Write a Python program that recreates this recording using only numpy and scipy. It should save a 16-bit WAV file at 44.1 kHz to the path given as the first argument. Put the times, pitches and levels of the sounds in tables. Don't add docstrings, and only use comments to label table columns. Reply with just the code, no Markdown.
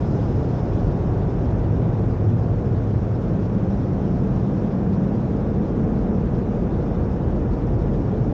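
import sys
import numpy as np
from scipy import signal
from scipy.fft import rfft, irfft, next_fast_len
from scipy.io import wavfile
from scipy.ndimage import uniform_filter1d

SR = 44100
rng = np.random.default_rng(int(sys.argv[2]) if len(sys.argv) > 2 else 0)


def unload_audio(sound):
    columns = np.transpose(np.atleast_2d(sound))
    steps = np.round(np.clip(columns, -1, 1) * 32767)
    wavfile.write(sys.argv[1], SR, steps.astype(np.int16))


N = 367353
TIME = np.arange(N) / SR

# frequency in Hz, relative level in dB.
SPRAY_SPECTRUM = [(1500, -12), (2800, -3), (3200, -0.2), (3650, -1.2), (4300, -4), (4900, -4), (5400, -2.5),
                  (6000, -5), (6750, -8), (7500, -15.5), (8200, -23.5), (9000, -31)]
# nearest moment and half length in seconds,
# rise of the spray in dB, then the seal hiss's level in dB, pitch in Hz and width in Hz.
NOZZLE_PASSES = [(0.2, 0.8, 3.5, -67, 5150, 420), (4.2, 0.8, 1.1, -73, 5440, 520)]


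def gain_of(db):
    return 10 ** (np.asarray(db) / 20)


def unit_rms(x):
    return x / np.sqrt(np.mean(x ** 2) + 1e-20)


def spectrum_db(points, hz):
    point_hz, db = np.transpose(points)
    return np.interp(np.log(hz + 1), np.log(point_hz + 1), db)


def noise(colour):
    size = next_fast_len(N)
    spectrum = rfft(rng.standard_normal(size)) * colour(np.fft.rfftfreq(size, 1 / SR))
    return unit_rms(irfft(spectrum, size)[:N])


def ringing(hz, width_hz, steadiness=0):
    slow_time = TIME[::8]
    offset_hz = np.fft.fftfreq(next_fast_len(len(slow_time)), slow_time[1])
    real, imag = rng.standard_normal((2, len(offset_hz)))
    swing = np.fft.ifft((real + 1j * imag) / (1 + 2 * (offset_hz / width_hz) ** 2))[:len(slow_time)]
    swing = swing / swing.real.std()
    swing = swing / (1 + abs(swing) ** 2) ** steadiness
    size = np.interp(TIME, slow_time, abs(swing))
    wander = np.interp(TIME, slow_time, np.unwrap(np.angle(swing)))
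    phase = 2 * np.pi * np.cumsum(hz * np.ones(N)) / SR
    return unit_rms(size * np.cos(phase + wander))


def passing(at_s, half_s):
    return np.exp(-((TIME - at_s) / half_s) ** 2)


def crossed(at_s, lasting_s):
    return .5 + .5 * np.tanh(2 * (TIME - at_s) / lasting_s)


def lull(at_s=2.12, drop_s=0.46, recover_s=3):
    return crossed(at_s, drop_s) * passing(at_s, recover_s)


def deep_gain(dip_db=4):
    return gain_of(-dip_db * passing(at_s=4.8, half_s=0.32))


def roar(low_db=-23.0, upper_db=-25.5, low_lull_db=1.35, upper_lull_db=1.0, leaving_db_per_s=0.0944):
    # frequency in Hz, relative level in dB.
    through_body = [(20, -34), (38, -6), (70, 4), (160, 2), (270, -0.84), (325, -1.3), (400, -4), (485, -6),
                    (530, -7), (750, -12), (1020, -20), (1450, -24), (2150, -35), (2900, -41.5),
                    (4000, -57.5), (8000, -70.5)]
    # centre in Hz, width in Hz, lift in dB.
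    panels = [(1100, 120, 2), (1460, 70, 0), (2460, 290, 2)]

    def colour(hz):
        panels_db = sum(db / (1 + (2 * (hz - centre) / width) ** 2) for centre, width, db in panels)
        return gain_of(spectrum_db(through_body, hz) + panels_db)

    def below(edge_hz):
        return irfft(rfft(rush) / (1 + (np.fft.rfftfreq(N, 1 / SR) / edge_hz) ** 10), N)
    rush = noise(colour)
    low, deep = below(edge_hz=540), below(edge_hz=88)
    low_gain = gain_of(low_db - low_lull_db * lull())
    upper_gain = gain_of(upper_db - upper_lull_db * lull() - leaving_db_per_s * TIME)
    return low_gain * (low - deep + deep_gain() * deep) + upper_gain * (rush - low)


def cabin_rumble():
    # pitch, its climb as the jets reach the roof and width in Hz, mean level and swing in dB,
    # strongest moment and time from one yielding spot to the next in seconds.
    cabin_modes = [(108.94, 17, 38, -27.5, 2.5, 2.23, 7.6), (168.2, 18, 42, -29.5, 3, 4.65, 7.9)]
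    on_roof = crossed(at_s=3.7, lasting_s=2.001)
    out = np.zeros(N)
    for hz, climb_hz, width_hz, level_db, swing_db, strongest_s, period_s in cabin_modes:
        drive = np.cos(2 * np.pi * (TIME - strongest_s) / period_s)
        mode = ringing(hz + climb_hz * on_roof, width_hz, steadiness=0.27)
        out += gain_of(level_db + swing_db * drive) * mode
    return out


def blower_drone():
    # time in seconds, pitch in Hz, level in dB.
    drone_course = [(0, 117, -28), (0.8, 112, -31), (1.7, 109, -28), (2.3, 106, -24.5), (3.0, 104, -25.3),
                    (3.5, 110, -31.5), (4.5, 110, -70.5)]
    times, hz, db = np.transpose(drone_course)
    drone = ringing(np.interp(TIME, times, hz), width_hz=12, steadiness=0.5)
    return gain_of(np.interp(TIME, times, db)) * drone


def buffeting(gust_width_hz=19, steadiness=0.33):
    # pitch in Hz, width in Hz, level in dB.
    body_mode = (45.1, 13, -34)
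    # peak and half length in seconds, pitch in Hz, level in dB.
    gusts = [(0.106, 0.46, 134.3, -29.5), (1.303, 0.8, 43.98, -28), (1.849, 0.3, 372.2, -36.5),
             (1.9, 0.35, 152, -29), (4.4, 0.7, 125.8, -30.5), (5.45, 0.4, 432, -36.5),
             (6.2, 0.7, 228.9, -31.5), (6.151, 0.76, 45.7, -29.5), (7.1, 0.4, 76, -29.5),
             (7.554, 0.6, 45.9, -25), (8.101, 0.26, 431, -37), (8.149, 0.51, 135.3, -27)]
    body_hz, body_width_hz, body_db = body_mode
    out = gain_of(body_db) * deep_gain() * ringing(body_hz, body_width_hz, steadiness)
    for at_s, half_s, hz, db in gusts:
        out += gain_of(db) * passing(at_s, half_s) * ringing(hz, gust_width_hz, steadiness)
    return out


def duct_moan(lull_db=5):
    # pitch in Hz, width in Hz, level in dB, rise over the roof in dB.
    duct_notes = [(436.4, 18, -47, 4.5), (479, 11, -45, 6)]
    near = passing(at_s=6.0, half_s=1.3)
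    moan = sum(gain_of(db + rise_db * near) * ringing(hz, width_hz, steadiness=0.5)
               for hz, width_hz, db, rise_db in duct_notes)
    return gain_of(-lull_db * lull()) * moan


def fan_notes(level_db=-49, lull_db=6, leaving_db_per_s=0.28):
    # pitch in Hz, width in Hz, relative level in dB.
    notes = [(593.5, 10, -3), (709, 4.5, 0), (751, 26, -3), (836, 16, -1.5), (953.5, 37, -2.5)]
    singing = sum(gain_of(db) * ringing(hz, width_hz, steadiness=0.5) for hz, width_hz, db in notes)
    return gain_of(level_db - lull_db * lull() - leaving_db_per_s * TIME) * singing


def spray_db(base_db=-66, drying_db_per_s=0.09):
    rises_db = sum(db * passing(at_s, half_s) for at_s, half_s, db, *_ in NOZZLE_PASSES)
    return base_db - drying_db_per_s * TIME + rises_db


def window_fizz(over_spray_db=4.0, patchy_db=2.1, patch_hz=4300, spread_hz=1500, flicker_db=1.03):
    hz, _, hiss = signal.stft(rng.standard_normal(N), SR, nperseg=512, noverlap=384)
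    patches = rng.standard_normal(hiss.shape)
    for size, axis in (7, 0), (3, 0), (14, 1), (5, 1):
        patches = uniform_filter1d(patches, size, axis)
    patches = unit_rms(patches)
    drift = uniform_filter1d(patches, size=110, axis=1)
    patches = unit_rms(np.tanh(patches - drift))
    flicker = unit_rms(uniform_filter1d(rng.standard_normal(hiss.shape[1]), size=8))
    depth_db = patchy_db / (1 + ((hz - patch_hz) / spread_hz) ** 10)
    shape_db = spectrum_db(SPRAY_SPECTRUM, hz)[:, None] + depth_db[:, None] * patches
    _, fizz = signal.istft(hiss * gain_of(shape_db + flicker_db * flicker), nperseg=512, noverlap=384)
    return gain_of(spray_db() + over_spray_db) * unit_rms(fizz[:N])


def seal_hiss(steady_db=-78.0, lull_db=4):
    blasts = sum(gain_of(db) * passing(at_s, half_s) * ringing(hz, width_hz)
                 for at_s, half_s, _, db, hz, width_hz in NOZZLE_PASSES)
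    return gain_of(steady_db - lull_db * lull()) * ringing(hz=5440, width_hz=340) + blasts


def jet_whistle(steady_db=-79):
    # peak in seconds, half length in seconds, level in dB.
    flares = [(1.2, 0.3, -77), (1.9, 0.2, -73), (5.5, 0.3, -77.5), (6.8, 0.15, -75)]
    flaring = sum(gain_of(db) * passing(at_s, half_s) for at_s, half_s, db in flares)
    return (gain_of(steady_db) + flaring) * ringing(hz=3590, width_hz=170)


def droplets(under_spray_db=9, per_s=160, spread_db=3):
    sizes = gain_of(spread_db * np.minimum(rng.exponential(1, N), 4)) * rng.choice([-1, 1], N)
    hits = sizes * (rng.random(N) < per_s / SR)
    colour = gain_of(spectrum_db(SPRAY_SPECTRUM, np.fft.rfftfreq(N, 1 / SR)))
    ticks = irfft(rfft(hits) * colour, N)
    return gain_of(spray_db() - under_spray_db) * unit_rms(ticks)


def faint_ticks(tick_hz=7300, width_hz=1400, decay_s=0.0016, tail_db=-13, tail_s=0.03):
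    # start in seconds, level in dB.
    ticks = [(1.990, -72), (1.9945, -65), (2.046, -69), (2.085, -70), (2.101, -68)]
    envelope = np.zeros(N)
    for start_s, db in ticks:
        age = np.maximum(TIME - start_s, 0)
        decay = np.exp(-age / decay_s) + gain_of(tail_db) * np.exp(-age / tail_s)
        envelope += gain_of(db) * (TIME >= start_s) * decay
    return envelope * noise(lambda hz: np.exp(-((hz - tick_hz) / width_hz) ** 2))


def roof_boom(level_db=-27.2, boom_hz=200, climb_hz_per_s=3, strongest_s=4.85):
    pitch_hz = boom_hz + climb_hz_per_s * (TIME - strongest_s)
    boom = ringing(pitch_hz, width_hz=13, steadiness=0.45)
    return gain_of(level_db) * passing(strongest_s, half_s=1.9) * boom


def scene():
    body = roar() + cabin_rumble() + blower_drone() + roof_boom() + buffeting()
    machinery = duct_moan() + fan_notes()
    treble = window_fizz() + seal_hiss() + jet_whistle() + droplets() + faint_ticks()
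    return (body + machinery + treble)[None]


def record(dry, low_cut_hz=33, threshold_db=-20, cut_per_db=0.15, top_hz=8700):
    x = signal.sosfilt(signal.butter(6, low_cut_hz, "highpass", fs=SR, output="sos"), dry)
    power = uniform_filter1d(uniform_filter1d(x ** 2, size=1300), size=700)
    over_db = np.maximum(10 * np.log10(abs(power) + 1e-12) - threshold_db, 0)
    x = x / gain_of(cut_per_db * over_db)
    x = x * signal.windows.tukey(N, .001)
    band_limit = signal.firwin(255, top_hz, window=("kaiser", 9), fs=SR)
    return signal.oaconvolve(x, band_limit[None], "same")


dry = scene()
out = record(dry)
unload_audio(out)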